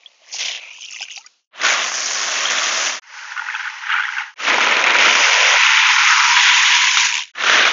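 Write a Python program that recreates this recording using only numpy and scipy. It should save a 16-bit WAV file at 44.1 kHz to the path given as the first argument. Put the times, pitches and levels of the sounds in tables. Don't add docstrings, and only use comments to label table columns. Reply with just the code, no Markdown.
import sys
import numpy as np
from scipy import signal
from scipy.fft import rfft, irfft, next_fast_len
from scipy.io import wavfile
from scipy.ndimage import uniform_filter1d, map_coordinates

SR = 44100
rng = np.random.default_rng(int(sys.argv[2]) if len(sys.argv) > 2 else 0)


def linear_from_db(decibels):
    return 10 ** (np.asarray(decibels, float) / 20)


def materialize(psi):
    bounded = np.clip(np.atleast_2d(psi).T, -1, 1)
    quanta = np.round(bounded * 32767).astype(np.int16)
    wavfile.write(sys.argv[1], SR, quanta)


N = 340452
NOW_S = np.arange(N) / SR


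def unit(x):
    return x / np.sqrt(np.mean(x ** 2) + 1e-20)


def along(points, hz):
    f, v = np.transpose(points)
    return np.interp(np.log(hz + 1), np.log(f + 1), v)


def filtered(x, response):
    m = next_fast_len(len(x) + 8192)
    return irfft(rfft(x, m) * response(np.fft.rfftfreq(m, 1 / SR)), m)[:len(x)]


def above(hz, edge_hz, order):
    return 1 / np.sqrt(1 + (edge_hz / (hz + 1)) ** (2 * order))


def wobble(n, rate):
    return map_coordinates(rng.standard_normal(n // 100 + 4), [np.arange(n) * min(rate, 400) / SR])


def luck_within_two(shape):
    return np.clip(rng.standard_normal(shape), -2, 2)


def placed(waves, start_s, n):
    at = np.round(start_s * SR).astype(int) + np.arange(waves.shape[1])
    return np.bincount(at.ravel(), waves.ravel(), n + SR)[:n]


def rings(n, start, size, hz, t60, rise=0, length=384, soft=0.25):
    t = np.arange(length) / SR
    turns = hz[:, None] * t
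    life = t / t60[:, None]
    wave = size[:, None] * linear_from_db(-60 * life) * np.sin(2 * np.pi * turns * (1 + rise * life))
    wave = wave * (1 - np.exp(-(turns / soft) ** 2))
    return placed(wave, start[:, None], n)


# pitch_hz, level_db
GARDEN = [(88, -54), (150, -19.5), (767, -13), (1270, -9), (1820, -14), (4050, -4.5), (6390, -8),
          (7400, -12.5), (9620, -57), (16300, -120)]
# start_s, level_db
AIR = [
    (0, -72),
    (.03, -61.5),
    (1.25, -54.5),
    (1.4, -66),
    (1.48, -100),
    (1.49, -130),
]


def garden():
    level_db = np.interp(NOW_S, *np.transpose(AIR))
    return linear_from_db(level_db) * unit(filtered(rng.standard_normal(N), lambda f: linear_from_db(along(GARDEN, f))))


# start_s, level_db
MURMUR = [
    (3.02, -97),
    (3.1, -63.5),
    (3.4, -60),
    (3.9, -67),
    (4.25, -66),
    (4.34, -101),
]


def murmur():
    level_db = np.interp(NOW_S, *np.transpose(MURMUR), left=-140, right=-140)
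    band = lambda f: above(f, 540, order=8) * above(760, f, order=8)
    return linear_from_db(level_db) * unit(filtered(rng.standard_normal(N), band))


# start_s, peak_db, pitch_hz, t60_s
BUBBLES = [
    (0.034, -35, 2300, 0.018),
    (0.06, -25, 3240, 0.037),
    (0.216, -44, 630, 0.053),
    (1.243, -41, 1960, 0.086),
    (1.264, -48, 2370, 0.034),
           (0.344, -16, 765, 0.011), (0.784, -31, 930, 0.016), (0.918, -46, 1430, .04),
         (0.937, -41.5, 1200, 0.068), (.963, -41, 990, .03), (1.007, -27, 780, 0.044),
         (1.027, -31, 1510, 0.046), (1.083, -43, 1500, 0.043), (1.108, -42, 1960, .04),
         (1.173, -33.5, 770, 0.064), (1.175, -45, 1280, .06), (1.192, -42, 865, 0.076),
         (1.209, -46, 1270, 0.07), (1.246, -43, 1200, 0.07), (1.262, -38, 1410, 0.034)]


def bubbles():
    s, db, hz, t60 = np.transpose(BUBBLES)
    return rings(N, s, linear_from_db(db), hz, t60, rise=0.096, length=4096, soft=1.4)


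def knocks(table, swell_s, gain_db, side_db, top_hz, top_db, crack_db):
    s, db, hz = np.transpose(table)[:, :, None]
    luck = rng.random((len(table), 18))
    t = np.arange(768) / SR
    swell = swell_s * (.75 + .5 * luck[:, [0]])
    body = t / swell * np.exp(1 - t / swell)

    def tone(f, k):
        return np.sin(2 * np.pi * (f * t + luck[:, [k]]))

    def cluster(f, first):
        return sum(tone(f * 2 ** (.8 * luck[:, [k]] - .4), k + 1) for k in range(first, first + 8, 2)) / 2

    wave = body * (tone(hz, 1) + linear_from_db(side_db) * cluster(hz, 2) + linear_from_db(top_db) * cluster(top_hz, 10))
    grit = rng.standard_normal((len(table), len(t) + 5))
    wave += linear_from_db(crack_db) * body ** 2 * (grit[:, 5:] - grit[:, :-5])
    wave *= linear_from_db(db + gain_db + 3) / np.abs(wave).max(axis=1, keepdims=True)
    return placed(wave, s - swell, N)


# peak_s, peak_db, pitch_hz
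CLINKS = [(0.7474, -39, 2330), (0.7631, -38, 2590), (0.7719, -39, 2650), (0.7809, -41, 2880),
          (0.8086, -29, 3260), (0.8219, -28, 3080), (0.8298, -26, 2980), (0.8392, -26, 3030),
          (0.8451, -27, 3040), (0.8496, -34, 2700), (0.856, -26, 3170), (0.8614, -30, 3200),
          (0.886, -28, 2800), (0.8944, -34, 2680), (0.9061, -32, 2670), (0.9171, -30, 2630),
          (0.9271, -33, 2870), (0.9337, -29, 2690), (0.9451, -27, 2920), (0.9512, -27, 2730),
          (0.9625, -24, 2640), (0.9698, -25.5, 2340), (0.9779, -30, 2910), (0.9885, -30, 2700),
          (0.9979, -25, 3490), (1.0082, -23, 2600), (1.0181, -21, 2550), (1.0222, -27, 2950),
          (1.0279, -17.5, 2910), (1.0334, -25, 2580), (1.0399, -28, 3170), (1.0535, -27.5, 2430),
          (1.0849, -28, 2400), (1.0998, -30, 2880), (1.1047, -26, 2900), (1.1101, -27, 2770),
          (1.1167, -24.5, 2960), (1.1239, -31, 3400), (1.1619, -28, 2840), (1.1679, -29, 3960),
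          (1.1778, -23.5, 2640), (1.2717, -39.5, 2330)]
CLUMPS = [(3.367, -15.5, 1450), (3.3783, -12.5, 1460), (3.385, -19.0, 1420), (3.3956, -12.5, 1440),
          (3.4207, -19.0, 1420), (3.4667, -21.0, 1870), (3.4874, -12.0, 1490), (3.494, -19.5, 1520),
          (3.5007, -15.0, 1910), (3.5082, -18.5, 1730), (3.5262, -19.5, 1790), (3.5343, -19.0, 2150),
          (3.5437, -17.5, 1530), (3.55, -13.5, 1530), (3.5617, -14.5, 1550), (3.5964, -15.5, 1520),
          (3.6078, -17.5, 1570), (3.6299, -21.5, 1610), (3.6482, -20.0, 1780), (3.6556, -17.0, 1500),
          (3.6646, -19.0, 1550), (3.6728, -16.5, 1440), (3.679, -15.5, 1580), (3.84, -21.0, 1570),
          (3.8699, -13.5, 1800), (3.894, -12.0, 1600), (3.903, -8.0, 1540), (3.9126, -11.0, 1500),
          (3.9191, -10.0, 1700), (3.9309, -9.5, 1600), (3.9413, -7.5, 1410), (3.9542, -10.0, 1490),
          (3.9638, -10.5, 1460), (3.9731, -14.5, 1580), (3.9797, -12.0, 1840), (3.9865, -9.0, 1440),
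          (3.9971, -7.5, 1520), (4.0063, -10.0, 1480), (4.0261, -13.0, 1540), (4.0377, -11.5, 1680),
          (4.046, -17.0, 1700), (4.0539, -12.0, 1920), (4.0837, -16.0, 1290), (4.0901, -12.0, 1440),
          (4.1027, -16.5, 1640), (4.1252, -18.5, 1610), (4.138, -18.0, 2010), (4.1525, -18.0, 2140),
          (4.1693, -14.5, 1600), (4.1755, -16.0, 1550), (4.1843, -12.0, 1490), (4.1906, -18.0, 1520),
          (4.1982, -17.0, 2210), (4.208, -15.0, 1820), (4.2204, -17.5, 1420), (4.2356, -21.0, 1920)]
SPRAYS = [(0.7452, -31, 6000), (0.81, -28.5, 6440), (0.815, -27, 6270), (0.8193, -30, 6200),
          (0.831, -30, 5750), (0.85, -22.5, 5450), (0.861, -28, 4840), (0.91, -21.5, 7120),
          (0.9166, -29, 5700), (0.9254, -26, 5400), (0.933, -23, 6400), (0.9497, -27, 5550),
          (0.962, -27.5, 6030), (0.9697, -28, 6300), (1.0056, -27, 6150), (1.02, -18.5, 5220),
          (1.028, -18.5, 5530), (1.0364, -25, 5850), (1.0442, -31, 6410), (1.113, -26, 6240),
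          (1.118, -27, 6240), (1.1247, -26, 6500), (1.1357, -36, 6300), (1.161, -25, 5200),
          (1.168, -26, 4640), (1.181, -26, 4720), (1.264, -27, 5640)]
OPENING = [(1.6164, -12.5, 2000), (1.621, -17, 1930), (1.635, -16, 1860), (1.6357, -10, 1460),
           (1.651, -4.5, 1460), (1.657, -12, 1440), (1.666, -6, 1470), (1.675, -10, 1820),
           (1.687, -8.5, 3300), (1.691, -14, 1440), (1.7, -10.5, 2470), (1.707, -6.5, 2230),
           (1.7152, -8, 1420), (1.7283, -14, 2260), (1.7377, -10, 1310), (1.7461, -11, 1180)]
TUMBLE = [(4.5019, -5.0, 2080), (4.5171, -7.5, 2090), (4.5437, -4.5, 2060), (4.5834, -1.5, 970),
          (4.6071, -3.5, 1370), (4.6163, -6.0, 2680), (4.6314, -5.5, 2660), (4.6448, -6.0, 2250),
          (4.6721, -6.0, 1220), (4.6856, -5.5, 1300), (4.7136, -5.5, 2190), (4.7241, -6.0, 2150),
          (4.7407, -7.0, 1950), (4.7685, -1.5, 2450), (4.7938, -6.5, 1940), (4.8032, -8.5, 1570),
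          (4.8145, -8.5, 1690), (4.8257, -7.5, 2400), (4.8408, -2.0, 2570), (4.8644, -3.0, 1350),
          (4.8715, -4.5, 2280), (4.8805, -4.5, 2310), (4.8997, -7.0, 2430), (4.9068, -4.5, 2810),
          (4.9207, -7.0, 2130), (4.9365, -3.5, 1860), (4.9456, -6.5, 2230), (4.9554, -6.5, 1720),
          (4.9657, -7.0, 2470), (4.9871, -4.0, 2530)]
STRAGGLERS = [(7.1065, -12.5, 2300), (7.1148, -12.0, 2280), (7.1263, -11.0, 2450), (7.1424, -9.0, 2820),
              (7.1541, -9.5, 2370), (7.1684, -10.0, 2300), (7.1798, -10.0, 2710), (7.1923, -11.5, 3220),
              (7.2058, -15.0, 2720), (7.2164, -18.5, 3110), (7.2241, -20.5, 2820), (7.2363, -21.5, 2970),
              (7.2435, -27.0, 3010), (7.254, -29.0, 2860), (7.2782, -33.0, 2800)]
RATTLES = [(2.4565, -9, 3200), (2.4868, -13.5, 3240), (2.5834, -14, 3420), (3.421, -19.5, 890),
           (3.545, -16, 850), (3.552, -16.5, 2590), (3.924, -12.5, 2840), (3.966, -13, 2350),
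           (4.184, -18, 2690)]
# swell_s, gain_db, neighbour_db, upper_hz, upper_db, crack_db
KNOCK_KINDS = [
    (0.0012, 0.5, -3.5, 7900, -9.5, -23),
    (0.0022, -2.5, -5, 2600, -11, -24),
    (0.0019, -2.5, -2, 6600, -9, -19),
    (0.0014, -1, -10, 5200, -5, -14.5),
    (0.0012, -3.5, -2, 5400, -11.5, -10.5),
    (0.0014, 1, -1, 7100, -2.5, -6),
    (0.0025, -3, -6, 9100, -24.5, -23),
]


def single_knocks():
    tables = [CLINKS, CLUMPS, SPRAYS, OPENING, TUMBLE, STRAGGLERS, RATTLES]
    return sum(knocks(table, *kind) for table, kind in zip(tables, KNOCK_KINDS))


def clatter(table, t60, spread_s, gain_db, top_hz, top_db):
    upper = luck_within_two((len(table), 2)) * [.06, 2.5]
    s, db, hz, off, off_db = np.repeat(np.hstack([table, upper]), 4, axis=0).T
    luck = rng.random((len(s), 3))
    later = np.tile([0, 1, 2, 3], len(table))
    start = s + (later - 0.54 * luck[:, 0] * (later > 0)) * spread_s
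    size = linear_from_db(db + gain_db - 1.2 * later * luck[:, 1])
    detune = (later > 0) * (luck[:, 2] - .5)
    low_hz = hz * (1 + 0.08 * detune)
    high_hz = top_hz * (1 + off + .3 * detune)
    low = rings(N, start, size, low_hz, np.full(len(s), t60), length=1024)
    high_size = size * linear_from_db(top_db + off_db)
    return low + rings(N, start, high_size, high_hz, np.full(len(s), .5 * t60), length=1024)


# start_s, peak_db, pitch_hz
SNAPS = [
    (0.326, -31, 3400),
    (0.385, -24, 2730),
    (0.405, -18, 2870),
    (0.45, 3, 2980),
    (0.483, 1, 3100),
    (0.5114, -14, 2480),
    (0.549, -22, 3080),
]
BLOWS = [
    (1.9165, -8.5, 1190),
    (1.939, -12.5, 1790),
    (2.4992, -7.5, 2630),
]
RAPS = [
    (5.152, -3, 1980),
    (6.971, -3, 1430),
    (7.437, -12, 1300),
    (7.497, -2, 1440),
    (7.652, -3, 2300),
]
# t60_s, contact_gap_s, gain_db, upper_hz, upper_db
KINDS = [
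    (0.0065, 0.00097, -17.5, 3360, -7),
    (0.0067, 0.0014, -5.5, 17000, -9),
]
RAP_KIND = (.006, .0008, -1, 4600, -15)


def loud_strikes():
    return sum(clatter(table, *kind) for table, kind in zip([SNAPS, BLOWS, RAPS], [*KINDS, RAP_KIND]))


# low_hz, high_hz
BANDS_HZ = [
    (1250, 3850),
    (780, 1250),
    (4000, 7500),
    (150, 780),
]


def pour(span, flow, knock, colour, count, wash_db, scatter_db, cycles, spread, clump_db, thud_db):
    n = round((span[1] - span[0]) * SR)
    s, clack_db, clack_hz, crisp_db = np.transpose(flow)
    strongest_db = clack_db.max()
    knock_db = strongest_db + knock[0] + knock[1] * (clack_db - strongest_db)
    levels = [clack_db, knock_db, clack_db + crisp_db, knock_db + thud_db]
    now = span[0] + np.arange(n) / SR
    start = rng.random(int(count * n / SR)) * n / SR
    blow_db = scatter_db * luck_within_two(len(start))
    clumps = linear_from_db(clump_db * np.clip(wobble(n, 88.8), -2, 2))
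    hollow_hz = np.interp(span[0] + start, s, clack_hz)
    out = np.zeros(n)
    for k, ((lo, hi), db) in enumerate(zip(BANDS_HZ, levels)):
        is_clack, is_tick = k == 0, k == 2
        pick = luck_within_two((len(start), 3))
        if is_clack:
            hz = hollow_hz * 2 ** (spread * pick[:, 2])
        else:
            hz = lo * (hi / lo) ** rng.random(len(start))
        size = linear_from_db(blow_db + 3 * pick[:, 0])
        near = rings(n, start, size, hz, 3 * cycles / hz * linear_from_db(3 * pick[:, 1]))
        far = linear_from_db(wash_db[is_tick]) * rng.standard_normal(n)
        sway_db = 0.67 * wobble(n, 45.21) + 0.47 * is_tick * wobble(n, 14.28)
        mix = clumps * linear_from_db(sway_db) * (unit(near) + far)
        shape = lambda f: linear_from_db(along(colour, f)) * above(f, lo, order=9) * above(hi, f, order=9)
        out += linear_from_db(np.interp(now, s, db)) * unit(filtered(mix, shape))
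    return np.pad(out, (round(span[0] * SR), N))[:N]


def surges(tables):
    jam_db, jam_s, rush_db, rush_s = -6, .012, 1, .02
    strikes = np.sort(np.concatenate([np.transpose(t)[0] for t in tables] + [[-9, 99]]))
    after = np.searchsorted(strikes, NOW_S)
    jam = jam_db * np.exp((NOW_S - strikes[after]) / jam_s)
    rush = rush_db * np.exp((strikes[after - 1] - NOW_S) / rush_s)
    return linear_from_db(jam + rush)


# start_s, end_s
SPANS = [
    (0, .6),
    (.6, 1.49),
    (1.51, 3.006),
    (3.02, 4.342),
    (4.356, 6.36),
    (6.36, 7.317),
    (7.335, 7.72),
]
# start_s, level_db, hollow_pitch_hz, tick_over_flow_db
STIR = [(0, -56, 2760, -5), (.2, -61, 2550, -3), (.31, -42, 2500, -2), (.335, -39, 2800, 10.5),
        (.402, -22, 3000, -2), (.546, -27.5, 2860, -6), (.6, -37, 2800, -11)]
TRICKLE = [(.6, -36, 2400, -13), (.66, -33.5, 2220, -18), (.8, -44, 2920, -2), (.98, -44, 2430, 1.5),
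           (1.02, -33, 2860, -4), (1.075, -42, 2400, -10.5), (1.186, -41.5, 2880, 3.5),
           (1.23, -61, 2290, 1), (1.49, -87, 3080, 4)]
SPLASH = [(1.51, -65, 1730, -40.5), (1.545, -45.5, 1890, -27), (1.564, -40, 1850, -12),
          (1.61, -27.5, 2080, -12), (1.645, -16, 1760, -7), (1.792, -19.5, 2120, -8.5),
          (1.961, -28, 2060, 5.5), (2.5, -20.5, 2070, -4.5), (2.873, -21.5, 2210, 0.5),
          (2.993, -32.5, 2070, -3), (3.006, -63, 1770, -7)]
SINK = [(3.02, -46, 1790, -6), (3.038, -49.5, 1780, -8), (3.152, -35, 1494, -8),
        (3.608, -24.5, 1620, -13.5), (3.792, -29.5, 1690, -10.5), (3.935, -19.5, 1620, -23),
        (4.15, -26.5, 1830, -11.5), (4.208, -22, 1600, -16), (4.342, -49.5, 1540, -12)]
HEAP = [(4.359, -57, 2090, -14), (4.401, -29.5, 1940, -8), (4.5, -11, 1930, -15), (4.819, -12.5, 1945, -14),
        (4.9, -10.5, 1930, -18), (5.14, -14, 2067, -7), (5.84, -12.5, 2047, -12), (6.2, -13, 1730, -8),
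        (6.36, -13.5, 2090, -8.5)]
EMPTY = [(6.36, -12, 2020, -9.5), (6.86, -14, 2190, -7), (6.93, -17.5, 2440, -3), (6.974, -13, 2435, -5.5),
         (7.1, -19, 2130, -4), (7.2, -19.5, 2620, -5), (7.26, -41.5, 2610, -6), (7.317, -55, 2500, -6)]
TIP = [(7.335, -52, 1680, -7), (7.349, -51, 1590, -13), (7.353, -34, 1630, -15), (7.371, -32, 1590, -16),
       (7.415, -17.5, 1620, -13.5), (7.432, -19, 1680, -12.5), (7.483, -12.5, 1890, -11),
       (7.681, -13, 2177, -13), (7.72, -19, 1860, -14.5)]
# pitch_hz, level_db
STIRRED = [(88, -71), (150, -68.5), (412, -35), (684, -20), (1550, -13.5), (2040, -11.5), (2920, -10),
           (4180, -5.5), (6390, 2), (7400, -9.5), (9620, -74), (16300, -120)]
TRICKLING = [(180, -86), (300, -45), (777, -10), (964, -6), (1520, -20.5), (1860, -27), (2530, -14.5),
             (3780, -12), (6220, 2), (7400, -7), (9620, -59), (16300, -120)]
SPLASHING = [(88, -66.5), (150, -24.5), (328, -12.5), (440, -7.5), (641, 5), (845, -20.5), (1130, -11.5),
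             (1420, -15.5), (2480, -14.5), (4690, -8), (6080, -0.5), (7050, -4), (7400, -6.5),
             (9620, -45.5), (16300, -120)]
SINKING = [(290, -85), (500, -55), (750, -29), (794, -4), (859, -13), (1130, -16.5), (1510, -14),
           (2940, -13.5), (3640, -20), (6180, -16), (7400, -26), (9620, -75), (16300, -120)]
HEAPING = [(88, -50), (150, -45), (201, -28), (380, -21), (527, -12), (662, -10.5), (905, -3), (979, 2),
           (1680, -11.5), (2290, -6), (4250, -4), (5990, 2.5), (6930, -1), (7400, -14), (9620, -61),
           (16300, -120)]
EMPTYING = [(410, -63), (700, -21), (750, -22), (796, -24.5), (905, -32.5), (969, -25.5), (1200, -23.5),
            (2030, -19), (4840, -11), (6070, -6.5), (6910, -8), (7400, -16.5), (9620, -48), (16300, -120)]
TIPPING = [(88, -61), (150, -42), (201, -49.5), (535, -33.5), (859, -25.5), (1360, -14.5), (2320, -15.5),
           (4760, -10.5), (5790, -5), (6820, -9), (7400, -16), (9620, -54), (16300, -120)]
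# under_strongest_flow_db, swing_ratio (how much wider the knock swings)
KNOCK = [(-23, 0.63), (-20, 1.54), (-10, 0.91), (-8.5, 0.93), (-10.5, 1), (-13.5, 1.5), (-12, 1.03)]
CONTACTS = [2500, 1000, 3500, 1500, 3000, 3000, 3000]
# below_ticks_db, among_ticks_db
WASH_DB = [(-2, 0), (-6, -1), (-2, 2), (5, 12), (.5, 2), (1.5, 3), (-1, 1)]
# size_scatter_db, ring_cycles, pitch_spread_octaves, clumping_db, thud_over_knock_db
GRAIN = [(-3, 8.7, 0.27, 0.5, 1), (0, 14, 0.12, 0.5, -1), (0.5, 3.9, 0.547, 0.2, -6),
         (0, 8.3, 0.35, 0.5, -13), (-1.5, 4.7, 0.31, -0.18, -4), (0, 13.5, 0.36, -0.47, -16),
         (-0.5, 8.3, 0.64, -1, -3)]


def stream():
    flows = [STIR, TRICKLE, SPLASH, SINK, HEAP, EMPTY, TIP]
    colours = [STIRRED, TRICKLING, SPLASHING, SINKING, HEAPING, EMPTYING, TIPPING]
    stages = zip(SPANS, flows, KNOCK, colours, CONTACTS, WASH_DB, GRAIN)
    bed = sum(pour(*settings, *grain) for *settings, grain in stages)
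    loudest_tumble = sorted(TUMBLE, key=lambda row: -row[1])[:6]
    return bed * surges([SNAPS, BLOWS, RAPS, loudest_tumble])


# start_s, end_s, level_db
THIN = [
    (0.722, 1.3, 0),
    (1.61, 1.762, 0),
    (3.33, 4.26, -4),
    (4.495, 4.99, -4),
    (7.1, 7.26, -6),
]


def thinned(bed):
    level_db = sum(db * (NOW_S > a) * (NOW_S < b) for a, b, db in THIN)
    gain = linear_from_db(uniform_filter1d(level_db, size=900))
    return bed + (gain - 1) * filtered(bed, lambda f: above(f, 1000, order=4))


def bucket(bed):
    wall_hz, width_hz, wall_db = 977, 59, 6
    from_s, takes_s, end_s = 6.22, 0.081, 7.32
    bare = np.clip((NOW_S - from_s) / takes_s, 0, 1) * (NOW_S < end_s)
    wall = lambda f: 1j * f * width_hz / (wall_hz ** 2 - f * f + 1j * f * width_hz)
    return linear_from_db(wall_db) * filtered(bare * bed, wall)


def scene():
    bed = stream()
    pebbles = thinned(bed) + bucket(bed) + single_knocks() + loud_strikes()
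    return (garden() + bubbles() + pebbles)[None]


# start_s, low_cut_hz
WIND_FILTER = [
    (0, 173),
    (3.01, 847),
    (4.355, 164),
    (5.22, 432),
    (5.573, 825),
    (7.33, 177),
]


def wind_filter(x):
    starts, edges_hz = np.transpose(WIND_FILTER)
    step = np.searchsorted(starts, NOW_S, "right") - 1
    out = np.zeros(N)
    for k, hz in enumerate(edges_hz):
        in_use = uniform_filter1d(1. * (step == k), size=800)
        out += in_use * filtered(x, lambda f: above(f, hz, order=24))
    return out


def limited(x):
    return x / (1 + np.abs(x / .82) ** 8) ** (1 / 8)


def bass_hiss(x):
    treble = filtered(x, lambda f: above(f, 2600, order=2))
    loudness = np.sqrt(np.abs(uniform_filter1d(treble ** 2, size=300)))
    hiss = unit(filtered(rng.standard_normal(N), lambda f: above(1100, f, order=4)))
    return linear_from_db(-31.5) * loudness ** 1.106 * linear_from_db(1.6 * wobble(N, 43)) * hiss


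# middle_s, length_s
CUTS = [
    (1.492, 0.045),
    (3.007, 0.021),
    (4.351, 0.0037),
    (7.328, 0.01),
]


def fades():
    return np.prod([np.clip((np.abs(NOW_S - s) - .007) / length, 0, 1) for s, length in CUTS], axis=0)


# start_s, peak_db
SPARKS = [
    (1.6145, -62.5),
    (1.9164, -61.5),
    (2.994, -61.5),
    (4.3938, -56),
    (4.7668, -48),
    (5.1418, -48.5),
]


def sparks():
    s, db = np.transpose(SPARKS)[:, :, None]
    wave = linear_from_db(db + 0.5) * np.hanning(120) * rng.standard_normal((len(s), 120))
    return filtered(placed(wave, s, N), lambda f: above(f, 11500, order=12))


# pitch_hz, level_db
TOP = [(6900, 0), (7300, -11), (7700, -27), (8200, -80), (16000, -100)]


def band_limit(x):
    return filtered(x, lambda f: linear_from_db(along(TOP, f)))


def low_pass(x):
    return signal.sosfilt(signal.butter(12, 15830, fs=SR, output="sos"), x)


def record(dry):
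    x = wind_filter(limited(dry[0]))
    x = x + bass_hiss(x) + murmur()
    x = band_limit(x * fades()) + sparks()
    return low_pass(x[None])


dry = scene()
out = record(dry)
materialize(out)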